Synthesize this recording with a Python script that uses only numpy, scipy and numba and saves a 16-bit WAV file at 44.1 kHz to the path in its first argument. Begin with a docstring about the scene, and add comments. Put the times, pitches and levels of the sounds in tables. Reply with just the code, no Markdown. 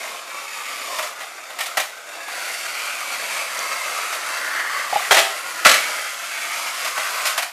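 """Clockwork tin cars on a floor track

On a wooden floor a green tin car rolls into a tunnel and bumps a red one off, which runs on close under the phone.
Random clicks of gear teeth and wheels excite the resonances of the shells, the clockwork and the track.
A hand unlatches the tunnel: its catch pops and two plastic halves slap down, as noise bursts with ringing modes.
Picked up by a phone above the track in a small room, almost in mono; at the end the red car runs into the other.
"""
import sys
import numpy as np
from scipy import signal
from scipy.fft import rfft, irfft
from scipy.io import wavfile
from scipy.ndimage import uniform_filter1d
from numba import njit

SR = 44100
rng = np.random.default_rng(int(sys.argv[2]) if len(sys.argv) > 2 else 0)


def inscribe(sig):
    """Save sig as 16-bit PCM at rate SR to the path in sys.argv[1].

    A 1-D sig is mono; a 2-D sig holds one channel per row.
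    Samples are clipped to [-1, 1] before scaling.
    """
    pcm = np.round(np.clip(np.atleast_2d(sig).T, -1, 1) * 32767)
    wavfile.write(sys.argv[1], SR, pcm.astype(np.int16))


N = 331632
TIME = np.arange(N) / SR  # s
HANDOVER_S = 2.3  # green car heard before, red car after
PASS_S, PASS_LENGTH_S = 4.61, 0.29  # the car is closest to the phone

# how hard the car rides each stretch of track: t/s, shell level/dB, track rumble level/dB
RIDE_LEVELS = [(0, -31, -38.5), (.27, -37, -45.5), (.6, -31, -42), (.93, -29.5, -39), (1.4, -30.5, -44.5),
               (2.95, -28.5, -40.5), (3.95, -28, -37.5), (4.35, -29.5, -40), (5.6, -29.5, -40.5),
               (5.92, -28, -37.5), (6.1, -31, -43), (6.55, -26.5, -41.5), (6.76, -29, -43.5),
               (7.15, -26, -38.5)]
GEAR_DB = -3  # gear whirr re shell
TUNNEL_SHELL_DB, TUNNEL_GEAR_DB = -7, -7.5  # the tunnel walls screen the gears most
PASS_SHELL_DB, PASS_GEAR_DB = 5, -0.5  # close under the phone


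def running_car():
    """Gear teeth and wobbling wheels shake the shell, the clockwork and the track."""
    speed_db, hidden, close = journey()
    ride_db, rumble_db = curves(RIDE_LEVELS)
    shell_db = ride_db + speed_db + TUNNEL_SHELL_DB * hidden + PASS_SHELL_DB * close
    gear_db = ride_db + speed_db + GEAR_DB + TUNNEL_GEAR_DB * hidden + PASS_GEAR_DB * close
    track_db = rumble_db + speed_db

    wobble = undb(1.0 * walk(20) + 0.18 * walk(170))  # loose axles press and release the gears
    teeth = moving_room(wobble * ticks(rate=4600, spread_db=3.1), ring_db=-6, wet_db=-3)
    wheels = moving_room(wobble * ticks(rate=1100, spread_db=3.5), ring_db=3.5, wet_db=0.5)
    rattle = moving_room(wobble * ticks(rate=1200, spread_db=3.0), ring_db=6.5, wet_db=-7.0)
    sleepers = moving_room(wobble * ticks(rate=1200, spread_db=2.0), ring_db=-8.0, wet_db=-7.0)

    shell = tin_shell(wheels, teeth, rattle, close)
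    gears = gear_whirr(teeth, rattle, gear_db)
    track = track_rumble(sleepers)
    return undb(shell_db) * shell + undb(gear_db) * gears + undb(track_db) * track


TUNNEL_IN_S, TUNNEL_OUT_S, ENTER_S, LEAVE_S = 1.09, 2.36, 0.1, 0.32
BUMP_S, SET_OFF_DB, SPIN_UP_S = 1.863, -6.5, 0.3  # the waiting car is bumped off and gathers speed
STOP_S, STOP_DB_PER_S = 7.33, -113  # it runs into the other car and stops


def journey():
    """Level change with speed (dB), hiding in the tunnel (0-1) and closeness to the phone (0-1)."""
    setting_off = (TIME > BUMP_S) * np.clip(1 - (TIME - BUMP_S) / SPIN_UP_S, 0, 1)
    stopping_db = STOP_DB_PER_S * np.maximum(TIME - STOP_S, 0)
    speed_db = SET_OFF_DB * setting_off + stopping_db
    hidden = ramp(TUNNEL_IN_S, ENTER_S) - ramp(TUNNEL_OUT_S, LEAVE_S)
    close = np.exp(-((TIME - PASS_S) / PASS_LENGTH_S) ** 2)
    return speed_db, hidden, close


# the shell's two resonances shift as the car turns: t/s, lower f/Hz, upper f/Hz, upper re lower level/dB
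TURNING_RESONANCES = [(0, 1110, 2230, 3), (1.0, 1150, 2170, -3), (1.55, 1260, 2150, 0),
                      (2.2, 1630, 2130, -4.5), (3.05, 1150, 2280, 8), (3.6, 1156, 2120, 2.5),
                      (5.35, 1310, 1980, -1), (6.4, 1420, 2170, 5), (6.7, 1240, 2090, 0),
                      (7.5, 1090, 2050, -3)]
# spectrum of the shell's other panels: f/Hz, level/dB
PANEL_SPECTRUM = [(150, -51), (650, -17), (950, 0.5), (1350, 3), (1750, -1.5), (2300, -2), (2700, 0),
                  (3200, -20.5), (4500, -27)]
GREEN_WIDTH_HZ, RED_WIDTH_HZ = 160, 300  # lower resonance of each car
PASS_LOWER_HZ, PASS_UPPER_HZ, PASS_WIDTH_HZ = 1290, 1770, 920  # close by, the two draw together
PANEL_DB, PASS_PANEL_DB = 0, -13  # panels re both resonances, and the change close by


def tin_shell(wheels, teeth, rattle, close):
    """Wheels excite the lower resonance, teeth the upper one, and rattling the other panels."""
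    lower_hz, upper_hz, upper_db = curves(TURNING_RESONANCES)
    lower_hz = lower_hz + close * (PASS_LOWER_HZ - lower_hz)
    upper_hz = upper_hz + close * (PASS_UPPER_HZ - upper_hz)
    car_width = np.where(TIME > HANDOVER_S, RED_WIDTH_HZ, GREEN_WIDTH_HZ)
    lower_width = (1 - close) * car_width + close * PASS_WIDTH_HZ

    lower = shell_resonance(wheels, lower_hz, lower_width, swell_db=0.5)
    upper = shell_resonance(teeth, upper_hz, 454, swell_db=1.26)
    resonances = (lower + undb(upper_db) * upper) / np.hypot(1, undb(upper_db))
    panel_gain = undb(PANEL_DB + PASS_PANEL_DB * close)
    panels = unit(colour(rattle, PANEL_SPECTRUM))
    return (resonances + panel_gain * panels) / np.hypot(1, panel_gain)


def shell_resonance(x, hz, width, swell_db):
    """A steep resonance of steady power that swells and wavers as the wheel flanges rub."""
    hz = hz * (1 + 0.035 * walk(14))
    ring = bandpass(bandpass(x, hz, width), hz, 1.3 * width) / np.sqrt(width)
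    return unit(ring * undb(swell_db * walk(24)))


# rings of each car's small metal parts: f/Hz, width/Hz, level/dB
GREEN_RINGS = [(3670, 140, 15.5), (4470, 340, 12.5), (4860, 53, -5), (6940, 160, 16)]
RED_RINGS = [(4630, 260, 1.5), (5300, 67, -19), (5870, 330, -7), (7140, 65, -7), (8000, 65, 0)]
# rings re tooth clicks; the red car's are strong as it nears the phone, weak once past
GREEN_RING_DB, APPROACH_RING_DB, PASSED_RING_DB = -6.5, -8.5, -13.5


def gear_whirr(teeth, rattle, gear_db):
    """The clockwork of the green car, then the red; it loses treble when it is faint."""
    passed = ramp(PASS_S, 2 * PASS_LENGTH_S)
    red_ring_db = APPROACH_RING_DB + (PASSED_RING_DB - APPROACH_RING_DB) * passed
    red = clockwork(teeth, rattle, RED_RINGS, red_ring_db)
    green = clockwork(teeth, rattle, GREEN_RINGS, GREEN_RING_DB)
    gears = np.where(TIME > HANDOVER_S, red, green)
    # a car that is slow or hidden in the tunnel loses its top octave first
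    dull = colour(gears, [(6500, -0.22), (11000, -1.7)])
    openness = np.interp(gear_db, [-45, -34], [0, 1])
    return openness * gears + (1 - openness) * dull


# spectrum of the clockwork: f/Hz, level/dB
GEAR_SPECTRUM = [(300, -67), (2000, -26), (3000, 1), (3800, 1), (5000, 0.5), (7000, -0.5), (9500, -3),
                 (12300, -6), (14500, -16.5)]


def clockwork(teeth, shaking, rings, ring_db):
    """Bare tooth clicks, plus the rings of small metal parts that the ride shakes."""
    clicks = unit(colour(teeth, GEAR_SPECTRUM))
    ringing = sum(undb(db) * bandpass(shaking, hz, width) for hz, width, db in rings)
    return unit(clicks + undb(ring_db) * unit(colour(ringing, GEAR_SPECTRUM)))


# spectrum of the track's rumble: f/Hz, level/dB
TRACK_SPECTRUM = [(40, -41), (90, -29.5), (170, -21), (300, -10), (430, -7.5), (540, 2.5), (680, 4.5),
                  (850, -1), (1050, -28), (1600, -28.5)]


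def track_rumble(sleepers):
    """Small impacts on the sleepers, coloured by the body of the track."""
    return unit(colour(sleepers, TRACK_SPECTRUM))


# a car jolts over joints and points or bumps the other: t/s, level/dB, treble level/dB, drops back after t/s
CAR_JOLTS = [(.03, -26, -9, 0.039), (.986, -17.5, -8, 0.038), (1.204, -26.5, -7, .02),
             (1.501, -30, -8, 0.027), (1.586, -20.5, -1, 0.046), (1.604, -17.5, -0.5, 0.054),
             (1.77, -11, -5, 0.027), (2.28, -26, -9, 0.038), (4.124, -21.5, -3.5, 0.019),
             (6.216, -34, -4, 0.033), (6.846, -19, 0, 0.025), (6.975, -19, -11, .021),
             (7.252, -14.5, 3, 0.018), (7.267, -17, 13, 0.03), (7.376, -12.5, -6, .046)]
# spectrum of such a knock: f/Hz, level/dB
JOLT_SPECTRUM = [(30, -36), (130, -34), (300, -20), (450, -20), (620, 2), (850, -3), (1200, -2),
                 (2200, 0.5), (3200, -2.5), (7000, -8.5), (12500, -11.5), (15000, -20)]
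# ringing modes of the tin: f/Hz, level/dB, t60/s
JOLT_MODES = [(685, -3, .12), (760, -4, .14), (1125, -2, .12), (1370, -5, .12), (1930, 0, .16),
              (2400, -8, .14)]
DROP_BACK_DB, DROP_BACK_TREBLE_DB = -5.5, 7  # second knock re the first


def jolts():
    """Tin wheels and bumpers knock on the track, and again more lightly as the car drops back."""
    knocks = []
    drops = []
    for s, db, treble_db, after_s in CAR_JOLTS:
        knocks.append((s, db, treble_db))
        drops.append((s + after_s, db + DROP_BACK_DB, treble_db + DROP_BACK_TREBLE_DB))
    dry = strike(knocks + drops, JOLT_SPECTRUM, JOLT_MODES, rise_s=0.0027, crack_t60=0.12, ring_db=-12)
    return room(dry, wet_db=-6)


def flange_tick():
    """A wheel flange snaps against the rail: one hard, bright tick, a fast-decaying sine."""
    age = np.maximum(TIME - 3.5918, 0)
    snap = undb(-9) * np.exp(-age / 0.0006) * np.sin(2 * np.pi * 6300 * age)
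    return bandpass(snap, 6300, 4000)


# the tunnel's catch slips open with hollow pops: t/s, level/dB
CATCH_POPS = [(4.926, -9.5), (4.958, -8.5), (4.973, -22), (5.002, -23)]
# spectrum of a pop: f/Hz, level/dB
POP_SPECTRUM = [(60, -46), (150, -36), (520, -17), (650, 0), (820, -1), (1000, -19), (2400, -25),
                (5000, -42), (12000, -54)]
# ringing modes of the catch: f/Hz, level/dB, t60/s
POP_MODES = [(648, -6, 0.073), (750, -17, 0.046), (815, 4, 0.038)]


def tunnel_catch():
    """The catch pops open: short bursts with a few hollow, quickly damped modes."""
    dry = strike(CATCH_POPS, POP_SPECTRUM, POP_MODES, rise_s=0.001, crack_t60=0.045, ring_db=-7)
    return room(dry, wet_db=-12.0)


# the front half falls and bounces: t/s, level/dB, treble level/dB
FRONT_SLAPS = [(5.109, -5, -2), (5.120, -10.5, 18), (5.144, -10, 5), (5.168, -8, 1), (5.179, -12, 3),
               (5.190, -10.5, 9)]
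# spectrum of its slap: f/Hz, level/dB
FRONT_SPECTRUM = [(30, -27), (130, -31), (280, -15.5), (400, 1.5), (480, -5.5), (630, 9), (1000, 2.5),
                  (2000, 2.5), (2500, -1), (3200, -1.5), (5000, -7.5), (12000, -15), (15000, -24)]
# its ringing modes: f/Hz, level/dB, t60/s
FRONT_RINGS = [(635, -11, 0.071), (774, -0.5, 0.22), (1850, 2, 0.2), (2260, -10, 0.27), (3270, 1, 0.099),
               (3250, -11, 0.21)]


def front_half():
    """The plastic front half slaps on the floor and chatters to rest."""
    dry = strike(FRONT_SLAPS, FRONT_SPECTRUM, FRONT_RINGS, rise_s=0.00041, crack_t60=0.11, ring_db=-15.5)
    return room(dry, wet_db=-4.5)


# the back half falls and bounces: t/s, level/dB, treble level/dB
BACK_SLAPS = [(5.649, -5, 3.5), (5.656, 0.5, -12), (5.665, -5, 15), (5.679, -16, 16), (5.692, -8.5, 23),
              (5.714, -8.5, 13), (5.741, -10, 1)]
# spectrum of its slap: f/Hz, level/dB
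BACK_SPECTRUM = [(30, -29), (100, -39), (190, -22), (400, -19.5), (580, 0), (900, -10.5), (1200, 0.5),
                 (2000, 2.5), (3000, -3), (5000, -9.5), (12000, -18), (15000, -27)]
# its ringing modes: f/Hz, level/dB, t60/s
BACK_RINGS = [(590, -18, 0.23), (1530, -17, 0.33), (1680, 4, 0.22), (1800, -17, .5), (1960, -4, .4),
              (2260, 4, 0.68), (2350, -16, 0.4), (2410, -4, 0.43), (2737, -15, 0.66), (3100, -23, 0.24),
              (3620, -19, 0.28)]


def back_half():
    """The plastic back half slaps down after the front one and rings longer."""
    dry = strike(BACK_SLAPS, BACK_SPECTRUM, BACK_RINGS, rise_s=0.001, crack_t60=0.078, ring_db=-24.5)
    return room(dry, wet_db=-2.5)


# spectrum of plastic rubbing on plastic: f/Hz, level/dB
RUB_SPECTRUM = [(300, -30), (1000, -2.5), (2200, 4), (4000, -5), (12000, -14)]
RUB_S, RUB_LENGTH_S, RUB_DB = 4.98, 0.09, -29


def prising():
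    """The halves stick and slip as the hand prises them apart: a brief swell of fine clicks."""
    swell = np.exp(-((TIME - RUB_S) / RUB_LENGTH_S) ** 2)
    clicks = unit(colour(ticks(rate=2800, spread_db=3.5), RUB_SPECTRUM))
    return undb(RUB_DB) * room(swell * clicks, wet_db=-0.5)


# heavy landings also thump the floorboards: t/s, level/dB
FLOOR_THUMPS = [(1.772, -48), (5.111, -32), (5.655, -36), (5.692, -43), (7.375, -55)]
# spectrum of a thump: f/Hz, level/dB
THUMP_SPECTRUM = [(40, -15), (110, 2), (200, -5), (500, -28)]


def floorboards():
    """A dull, short thump under each heavy landing, without ringing modes."""
    return strike(FLOOR_THUMPS, THUMP_SPECTRUM, [], rise_s=0.0012, crack_t60=0.057, ring_db=0)


def strike(blows, spectrum, modes, rise_s, crack_t60, ring_db):
    """Each blow is a brief chatter of contacts, coloured by the object, plus its few lasting modes."""
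    out = np.zeros(N + SR)
    attack = 1 - np.exp(-TIME[:SR] / rise_s)
    envelope = attack * fade(crack_t60)
    for s, db, *treble_db in blows:
        crack = colour(rng.standard_normal(SR) * envelope, spectrum)
        if treble_db:  # harder contact, brighter crack
            crack = colour(crack, [(800, 0), (4000, treble_db[0])])
        crack *= np.linalg.norm(envelope) / np.linalg.norm(crack)
        ring = 0
        for hz, mode_db, t60 in modes:
            detune = 1 + 0.0025 * rng.standard_normal()
            phase = 2 * np.pi * rng.random()
            ring = ring + undb(mode_db) * fade(t60) * np.sin(2 * np.pi * hz * detune * TIME[:SR] + phase)
        start = int(s * SR)
        out[start:start + SR] += undb(db) * (crack + undb(ring_db) * attack * ring)
    return out[:N]


def ticks(rate, spread_db):
    """Irregular tiny impacts, rate per second on average: many weak, a few strong."""
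    size = undb(spread_db * np.minimum(rng.exponential(size=N), 4))
    struck = rng.random(N) < rate / SR
    return unit(struck * size * rng.choice([-1, 1], N))


ROOM_T60_S = 0.45
HOP_S = 0.2  # time on one stretch of track


def moving_room(x, ring_db, wet_db):
    """Each stretch of track has its own short metallic ring and room echoes; the car glides between them."""
    hop = int(HOP_S * SR)
    out = np.zeros(N + 2 * SR)
    ring_shape = fade(0.068)
    tail_shape = fade(ROOM_T60_S) * (1 - np.exp(-TIME[:SR] / 0.018))
    ring = undb(ring_db) * ring_shape / np.linalg.norm(ring_shape)
    tail = undb(wet_db) * tail_shape / np.linalg.norm(tail_shape)
    response = np.hypot(ring, tail)[:SR // 2]
    padded = np.pad(x, (hop, 2 * hop))
    window = np.sin(np.pi * np.arange(2 * hop) / (2 * hop))  # equal-power crossfade
    for start in range(0, N + hop, hop):
        stretch = padded[start:start + 2 * hop] * window
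        echo = signal.fftconvolve(stretch, response * rng.standard_normal(SR // 2))
        out[start:start + len(echo)] += echo
    return unit(x + out[hop:hop + N])


def room(x, wet_db):
    """Direct sound plus a diffuse tail that builds up as the walls answer."""
    tail = rng.standard_normal(SR) * fade(ROOM_T60_S) * (1 - np.exp(-TIME[:SR] / 0.0075))
    return x + undb(wet_db) * signal.fftconvolve(x, tail / np.linalg.norm(tail))[:N]


def colour(x, points):
    """Causal minimum-phase filter with the gain of (f/Hz, level/dB) points."""
    size = 4096
    hz, db = np.transpose(points)
    bins = np.maximum(np.arange(size // 2 + 1) * SR / size, 1)
    gain = undb(np.interp(np.log(bins), np.log(hz), db))
    cepstrum = irfft(np.log(gain))
    cepstrum[1:size // 2] *= 2  # folding the cepstrum makes the filter causal
    cepstrum[size // 2 + 1:] = 0
    return signal.fftconvolve(x, irfft(np.exp(rfft(cepstrum))))[:len(x)]


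def bandpass(x, hz, width):
    """Resonance with a fixed or moving centre and width, both in Hz."""
    return resonate(x, hz * np.ones(N), width * np.ones(N))


@njit
def resonate(x, hz, width):
    """State-variable band-pass; gain 1 at the centre."""
    y = np.empty(len(x))
    band, low = 0., 0.
    for i in range(len(x)):
        g = np.tan(np.pi * hz[i] / SR)
        k = width[i] / hz[i]
        v = (band + g * (x[i] - low)) / (1 + g * (g + k))
        band = 2 * v - band
        low = low + 2 * g * v
        y[i] = k * v
    return y


def walk(rate):
    """Random levels held 1 / rate s and slewed, at rms 1."""
    hold = max(int(SR / rate), 1)
    steps = np.repeat(rng.standard_normal(N // hold + 1), hold)
    return unit(uniform_filter1d(steps, hold)[:N])


def ramp(middle_s, length_s):
    """Rises evenly from 0 to 1 around a moment."""
    return np.clip((TIME - middle_s) / length_s + 0.5, 0, 1)


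def fade(t60):
    """Exponential decay by 60 dB in t60 seconds, one second long."""
    return np.exp(-np.log(1000) * TIME[:SR] / t60)


def curves(rows):
    """Each column of a timed table, sample by sample."""
    s, *columns = np.transpose(rows)
    return [np.interp(TIME, s, column) for column in columns]


def undb(db):
    """Decibels to gain."""
    return 10 ** (np.asarray(db) / 20)


def unit(x):
    """Scale to rms 1."""
    return x / np.sqrt(np.mean(x ** 2))


# the faint difference between the two channels: f/Hz, side re mid level/dB
SIDE_SPECTRUM = [(40, -6), (800, -47.5), (2800, -55), (13000, -37.5)]


def scene():
    """Both channels carry nearly the same sound; a faint, slightly smeared difference between them is strongest
    in the deep bass and the top treble."""
    cars = running_car() + jolts() + flange_tick()
    tunnel = tunnel_catch() + front_half() + back_half() + prising()
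    mid = cars + tunnel + floorboards()
    scatter = rng.standard_normal(SR) * fade(0.21)
    scattered = signal.fftconvolve(mid, scatter / np.linalg.norm(scatter))[:N]
    side = colour(scattered, SIDE_SPECTRUM)
    return np.array([mid + side, mid - side])


def record(dry):
    """The phone clips peaks beyond full scale, then cuts the top steeply above 15050 Hz."""
    clipped = np.clip(dry, -1, 1)
    top_cut = signal.ellip(10, 0.2, 70, 15050, fs=SR, output="sos")
    return signal.sosfilt(top_cut, clipped)


dry = scene()
out = record(dry)
inscribe(out)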